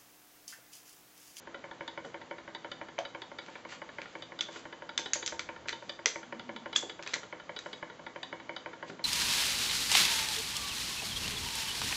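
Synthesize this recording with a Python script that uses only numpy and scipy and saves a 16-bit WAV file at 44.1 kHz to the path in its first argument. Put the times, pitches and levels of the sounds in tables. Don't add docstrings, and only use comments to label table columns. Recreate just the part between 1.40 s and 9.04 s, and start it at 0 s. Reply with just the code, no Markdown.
import sys
import numpy as np
from scipy import signal
from scipy.fft import rfft, irfft
from scipy.io import wavfile

SR = 44100
rng = np.random.default_rng(int(sys.argv[2]) if len(sys.argv) > 2 else 0)


def transcribe(signal):
    frames = np.atleast_2d(signal).T
    limited = np.clip(frames, -1, 1)
    pcm = np.round(limited * 32767).astype(np.int16)
    wavfile.write(sys.argv[1], SR, pcm)


N = 336924
TIME = np.arange(N) / SR
RING = TIME[:SR // 2]


def undb(db):
    return 10 ** (np.asarray(db) / 20)


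def unit(x):
    return x / np.sqrt(np.mean(x ** 2))


def fade(t60):
    return np.exp(-np.log(1000) * RING / t60)


def add(track, s, sound):
    i = min(max(int(s * SR), 0), len(track))
    track[i:i + len(sound)] += sound[:len(track) - i]


def at_hz(points, hz):
    f, value = np.transpose(points)
    return np.interp(np.log(hz + 1), np.log(f), value)


def resonate(x, hz, width):
    return signal.lfilter(*signal.iirpeak(hz, hz / width, fs=SR), x)


def noise_ring(hz, width, t60):
    band = resonate(rng.standard_normal(len(RING)), hz, width)
    return unit(resonate(band, hz, width)) * fade(t60)


def colour(x, points, tilt_db=0, size=512):
    hz = np.fft.rfftfreq(size, 1 / SR)
    db = at_hz(points, hz) + tilt_db * np.log2(np.clip(hz, 500, 8000) / 3000)
    cepstrum = irfft(np.log(undb(db)))
    cepstrum[1:size // 2] *= 2
    cepstrum[size // 2 + 1:] = 0
    return signal.lfilter(irfft(np.exp(rfft(cepstrum))), 1, x)


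# f/Hz, relative level/dB
ROOM_TONE = [(15, -52.5), (25, -19.5), (279, 2), (331, -6), (401, -1.5), (576, 0), (828, -4.5), (911, -3),
             (1220, -6), (2230, -10.5), (2640, -14.5), (3050, -11), (5440, -20), (6920, -20), (8000, -35),
             (10400, -65), (17600, -120)]
# f/Hz, level/dB
HUM_TONES = [(119, -73.5), (162, -73), (268, -79.5), (334, -71)]


def workshop(air_db, waver_rad):
    shape = undb(at_hz(ROOM_TONE, np.fft.rfftfreq(N, 1 / SR)))
    out = undb(air_db) * unit(irfft(rfft(rng.standard_normal(N)) * shape, N))
    knots = np.linspace(0, TIME[-1], 80)
    for hz, db in HUM_TONES:
        waver = waver_rad * np.interp(TIME, knots, rng.standard_normal(len(knots)))
        out += undb(db) * np.sqrt(2) * np.sin(2 * np.pi * hz * TIME + waver)
    return out


# f/Hz, t60/s
ROOM_DECAY = [(150, 0.27), (1000, 0.28), (3500, 0.3), (8000, 0.39)]


def room_echo(x, gap_s, bands=8):
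    edges, hz = np.geomspace(60, 12000, bands + 1), np.fft.rfftfreq(len(RING), 1 / SR)
    out = np.zeros(N)
    for second in range(int(TIME[-1]) + 2):
        noise, tail = rfft(rng.standard_normal(len(RING))), np.zeros(len(RING))
        for lo, hi in zip(edges, edges[1:]):
            band = irfft(noise * (hz >= lo) * (hz < hi), len(RING))
            tail += band * fade(at_hz(ROOM_DECAY, np.sqrt(lo * hi)))
        tail *= np.clip(RING / gap_s - 1, 0, 1)
        near = np.abs(TIME - second) < 1
        part = x[near] * np.cos(np.pi / 2 * (TIME[near] - second))
        add(out, TIME[near][0], signal.fftconvolve(part, tail / np.linalg.norm(tail)))
    return out


# middle t/s, half-length/s, level/dB, f/Hz, width/Hz
BENCH_SCUFFS = [(.665, 0.048, -63, 5950, 2500), (2.113, 0.18, -59.5, 2350, 2200),
                (2.323, 0.06, -48.5, 2188, 2210), (2.67, 0.34, -62, 2800, 1800),
                (3.158, 0.075, -49, 1800, 3430), (4.043, 0.42, -65.5, 80, 22),
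                (4.279, 0.0089, -47, 2800, 6100), (4.471, 0.19, -65.5, 4500, 4000),
                (5.055, 0.35, -54.5, 231, 30), (5.36, 0.013, -36, 2500, 2400),
                (5.408, 0.16, -56.5, 273, 35.8), (5.719, 0.079, -49.5, 2340, 2580),
                (6.266, 0.2, -61.5, 3600, 5300), (7.49, 0.034, -53, 3000, 3100)]


def scuffs(grain_db):
    out = np.zeros(N)
    for s, half_length, db, hz, width in BENCH_SCUFFS:
        noise, roughness = rng.standard_normal((2, SR))
        rub = unit(resonate(noise * undb(grain_db * roughness), hz, width))
        swell = np.hanning(min(int(2 * half_length * SR), SR))
        add(out, s - half_length, undb(db) * swell * rub[:len(swell)])
    return out


# t/s, level/dB, f/Hz, t60/s
SOFT_BUMPS = [(.646, -38, 390, 0.11), (.648, -46.5, 201, 0.19), (1.588, -27, 613, 0.034),
              (4.657, -35.5, 466, 0.061), (5.432, -38, 430, 0.057), (7.493, -44.5, 214, 0.22),
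              (7.496, -46.5, 402, 0.18)]


def bumps(width_share):
    out = np.zeros(N)
    for s, db, hz, t60 in SOFT_BUMPS:
        add(out, s, undb(db) * noise_ring(hz, hz * width_share, t60))
    return out


# f/Hz, relative level/dB
CRACK_SPECTRUM = [(60, -37), (400, -16.5), (900, -15.5), (1500, 0.5), (2400, -0.5), (2800, -2.5), (3400, 1),
                  (4200, -0.5), (5000, -2), (6200, 0.5), (7200, -6.5), (8000, -9)]
# t/s, relative level/dB, ring f/Hz, relative ring level/dB, tilt/dB per octave
FLOOR_CRACKS = [(1.5882, -27.5, 3090, -4.5, -5.5), (2.6170, -34, 2290, -7, -8),
                (3.0085, -22, 3450, -2, -2.5), (3.5772, -20.5, 3530, -1.5, 1),
                (3.7338, -19, 6520, -2.5, 3.5), (3.7410, -38, 7100, 10, -1), (3.8618, -26, 6510, -3, 4.5),
                (3.8670, -34, 7050, 1, 4.5), (3.8765, -24.5, 6230, -13, -0.5),
                (3.9935, -23.5, 2300, -6, -2), (4.2842, -25, 1880, -9.5, -4),
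                (4.2920, -25.5, 1970, -2.5, -2.5), (4.6582, -13, 2020, -8.5, 1),
                (5.3605, -22, 3415, 8, -4.5), (5.3630, -28.5, 6170, -4, 15.5),
                (5.6252, -36, 2430, -29, -1.5), (5.6335, -34.5, 2370, -24, -4.5),
                (5.6748, -29.5, 2520, -3, -5), (5.7355, -26, 4130, -5, -7), (5.7393, -19, 1956, -5.5, -1.5),
                (6.1894, -34.5, 3830, -13, -1)]


def cracks(gain_db, snap_t60, rise_s, ring_t60, ring_db, splinter_db):
    out, short = np.zeros(N), slice(SR // 10)
    rise = 1 - np.exp(-RING / rise_s)
    for s, crack_db, hz, share_db, tilt_db in FLOOR_CRACKS:
        noise, roughness = rng.standard_normal((2, len(RING)))
        splinters = undb(splinter_db + 6.3 * roughness) * fade(0.16)
        burst = noise * (rise * fade(snap_t60) + splinters)
        snap = colour(burst[short], CRACK_SPECTRUM, tilt_db)
        ring = np.sin(2 * np.pi * hz * RING) * rise * fade(ring_t60)
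        add(out, s, undb(gain_db + crack_db) * (snap + undb(ring_db + share_db) * ring[short]))
    return out


def crank_turns(first_knock_s=0.0723, turn_hz=5.9633, speedup_hz_per_s=0.00536):
    t = TIME - first_knock_s
    return turn_hz * t + speedup_hz_per_s * t ** 2 / 2


def knock_times():
    turns = crank_turns()
    return np.interp(np.arange(int(turns[-1]) + 1), turns, TIME)


def piston(db):
    speed = np.abs(np.sin(2 * np.pi * crank_turns()))
    return undb(db) * speed * unit(resonate(rng.standard_normal(N), hz=6600, width=2000))


# f/Hz, t60/s, relative level/dB in a knock, the same in a rattle
FRAME_MODES = [(166, 0.099, -19.5, -19), (269, 0.34, -30.5, -17.5), (330.5, 0.22, -10.5, -8.5),
               (421, 0.029, -6.5, 0.5), (501, 0.26, -12, -12), (561, 0.032, 7, 4.5), (595.8, 0.028, 7, 4.5),
               (713, 0.042, -7.5, -17.5), (761, 0.093, -12, -9), (920.6, 0.084, -2, -2),
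               (1019, .07, -6.5, -5.5), (1043, 0.044, -0.5, -5), (1104, 0.027, -8, -6.5),
               (1410, .016, 6.5, 12), (1558, 0.0038, 16, 16.5), (1712, 0.025, 0.5, 5), (1974, 0.014, -6, 4),
               (2238, 0.011, 11.5, 14), (2292, 0.014, 8, 11), (3016, 0.061, -11, 1.5),
               (3357, 0.07, -21.5, 1.5), (3600, 0.014, -25.5, 11), (3866, 0.063, -26.5, 3.5),
               (3940, 0.012, -19.5, -3.5), (4698, 0.019, -21.5, 6), (5110, 0.036, -27.5, -11.5)]


def ringing(detune):
    hz, t60, _, _ = np.transpose(FRAME_MODES)
    hz = hz * (1 + detune * rng.standard_normal(len(hz)))
    sense = (-1) ** np.arange(len(hz))
    t = RING[:SR // 8]
    decay = np.exp(-np.log(1000) * np.outer(1 / t60, t))
    return sense[:, None] * np.sin(2 * np.pi * np.outer(hz, t)) * decay


# start t/s, length/s, stroke level/dB, mid-bout treble gain/dB
METAL_BOUTS = [(0.4, 0.16, -41.5, -2.5), (1.096, 0.35, -42, -0.5), (1.61, 0.53, -44, -1),
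               (2.757, 0.39, -45, 2), (3.453, 0.39, -42.5, -1), (4.264, 0.33, -41.5, 1),
               (4.915, 0.9, -44.5, -1), (6.08, 0.32, -45, 1.5), (6.75, 0.16, -41, -2.5),
               (7.08, 0.16, -42.5, -3)]


def return_strokes(dull_lag_s=0.072, hard_lag_s=0.0704, takeover=0.51, edge_db=7.5):
    strokes = []
    for s in knock_times():
        lag, treble_db = dull_lag_s, -16
        db = -47 + takeover * softening_db(s)
        for start, length, hard_db, height_db in METAL_BOUTS:
            place = 2 * (s + hard_lag_s - start) / length - 1
            if abs(place) < 1:
                lag, db, treble_db = hard_lag_s, hard_db, height_db - edge_db * place ** 2
        strokes.append((s + lag, db + 0.5 * rng.standard_normal(), treble_db - rng.standard_normal()))
    return strokes


# f/Hz, relative level/dB
METAL_SNAP = [(500, -17.5), (2000, -7.5), (3000, -4), (4700, -3), (5300, -7.5), (6300, -4.5), (8000, -13)]


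def rattles(ring_db, bounce_s, bounce_db, scatter_db, treble_hz, snap_db, snap_t60, bounces=4):
    out = np.zeros(N)
    hz, _, _, mode_db = np.transpose(FRAME_MODES)
    treble = 1 / (1 + (treble_hz / hz) ** 10)
    for s, rattle_db, treble_db in return_strokes():
        gaps = bounce_s * rng.uniform(.5, 1.5, bounces)
        modes = ringing(detune=0.0014)
        for k, lag in enumerate(np.cumsum(gaps) - gaps[0]):
            gains = undb(mode_db + treble_db * treble + scatter_db * rng.standard_normal(len(hz)))
            add(out, s + lag, undb(ring_db + rattle_db + k * bounce_db) * (gains @ modes))
        burst = rng.standard_normal(len(RING)) * fade(snap_t60)
        snap = colour(burst[:SR // 10], METAL_SNAP)
        add(out, s - .001, undb(snap_db + rattle_db + treble_db) * snap)
    return out


# start t/s, length/s, drop/dB
KNOCK_LULLS = [(0.06, 0.35, 6), (1.06, 0.2, 6), (1.9, 0.43, 5), (2.9, 0.68, 5.8), (4.206, 0.52, 7.5),
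               (5.408, 0.56, 4.5), (6.574, 0.19, 9), (7.58, 0.3, 5.5)]


def softening_db(s, recovery_curve=3.1):
    return sum(drop * (1 - ((s - start) / length) ** recovery_curve)
               for start, length, drop in KNOCK_LULLS if start <= s < start + length)


def knocks(full_db, spread_db, scatter_db, crisp_from_db, crisp_share, crisp_above_hz, buzz_db):
    out = np.zeros(N)
    hz, _, mode_db, _ = np.transpose(FRAME_MODES)
    strokes = [(s, full_db - softening_db(s) + spread_db * rng.standard_normal()) for s in knock_times()]
    for s, knock_db in strokes:
        crisp_db = crisp_share * (knock_db - crisp_from_db) * (hz > crisp_above_hz)
        gains = undb(knock_db + mode_db + crisp_db + scatter_db * rng.standard_normal(len(hz)))
        add(out, s, gains @ ringing(detune=0.01))
        add(out, s, undb(knock_db + buzz_db) * noise_ring(hz=1760, width=550, t60=0.056))
    return out


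def scene():
    engine = knocks(full_db=-36.5, spread_db=0.5, scatter_db=1.0,
                    crisp_from_db=-38.5, crisp_share=0.41, crisp_above_hz=1900, buzz_db=-8.5)
    engine += rattles(ring_db=-1.5, bounce_s=.0018, bounce_db=-3.0, scatter_db=1.5,
                      treble_hz=3000, snap_db=7.5, snap_t60=0.032)
    grit = cracks(gain_db=8.5, snap_t60=0.0078, rise_s=0.00032,
                  ring_t60=0.02, ring_db=-4, splinter_db=-22.5)
    moving = bumps(width_share=0.74) + scuffs(grain_db=8.0)
    echo = room_echo(undb(-9.0) * engine + undb(-11.5) * grit + undb(-6.5) * moving, gap_s=0.0039)
    background = workshop(air_db=-54.5, waver_rad=0.83) + piston(db=-72.0)
    return (background + echo + moving + grit + engine)[None]


def record(dry):
    notched = dry - resonate(dry, hz=5400, width=220)
    return signal.sosfilt(signal.ellip(8, .3, 70, 7600, fs=SR, output="sos"), notched)


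dry = scene()
out = record(dry)
transcribe(out)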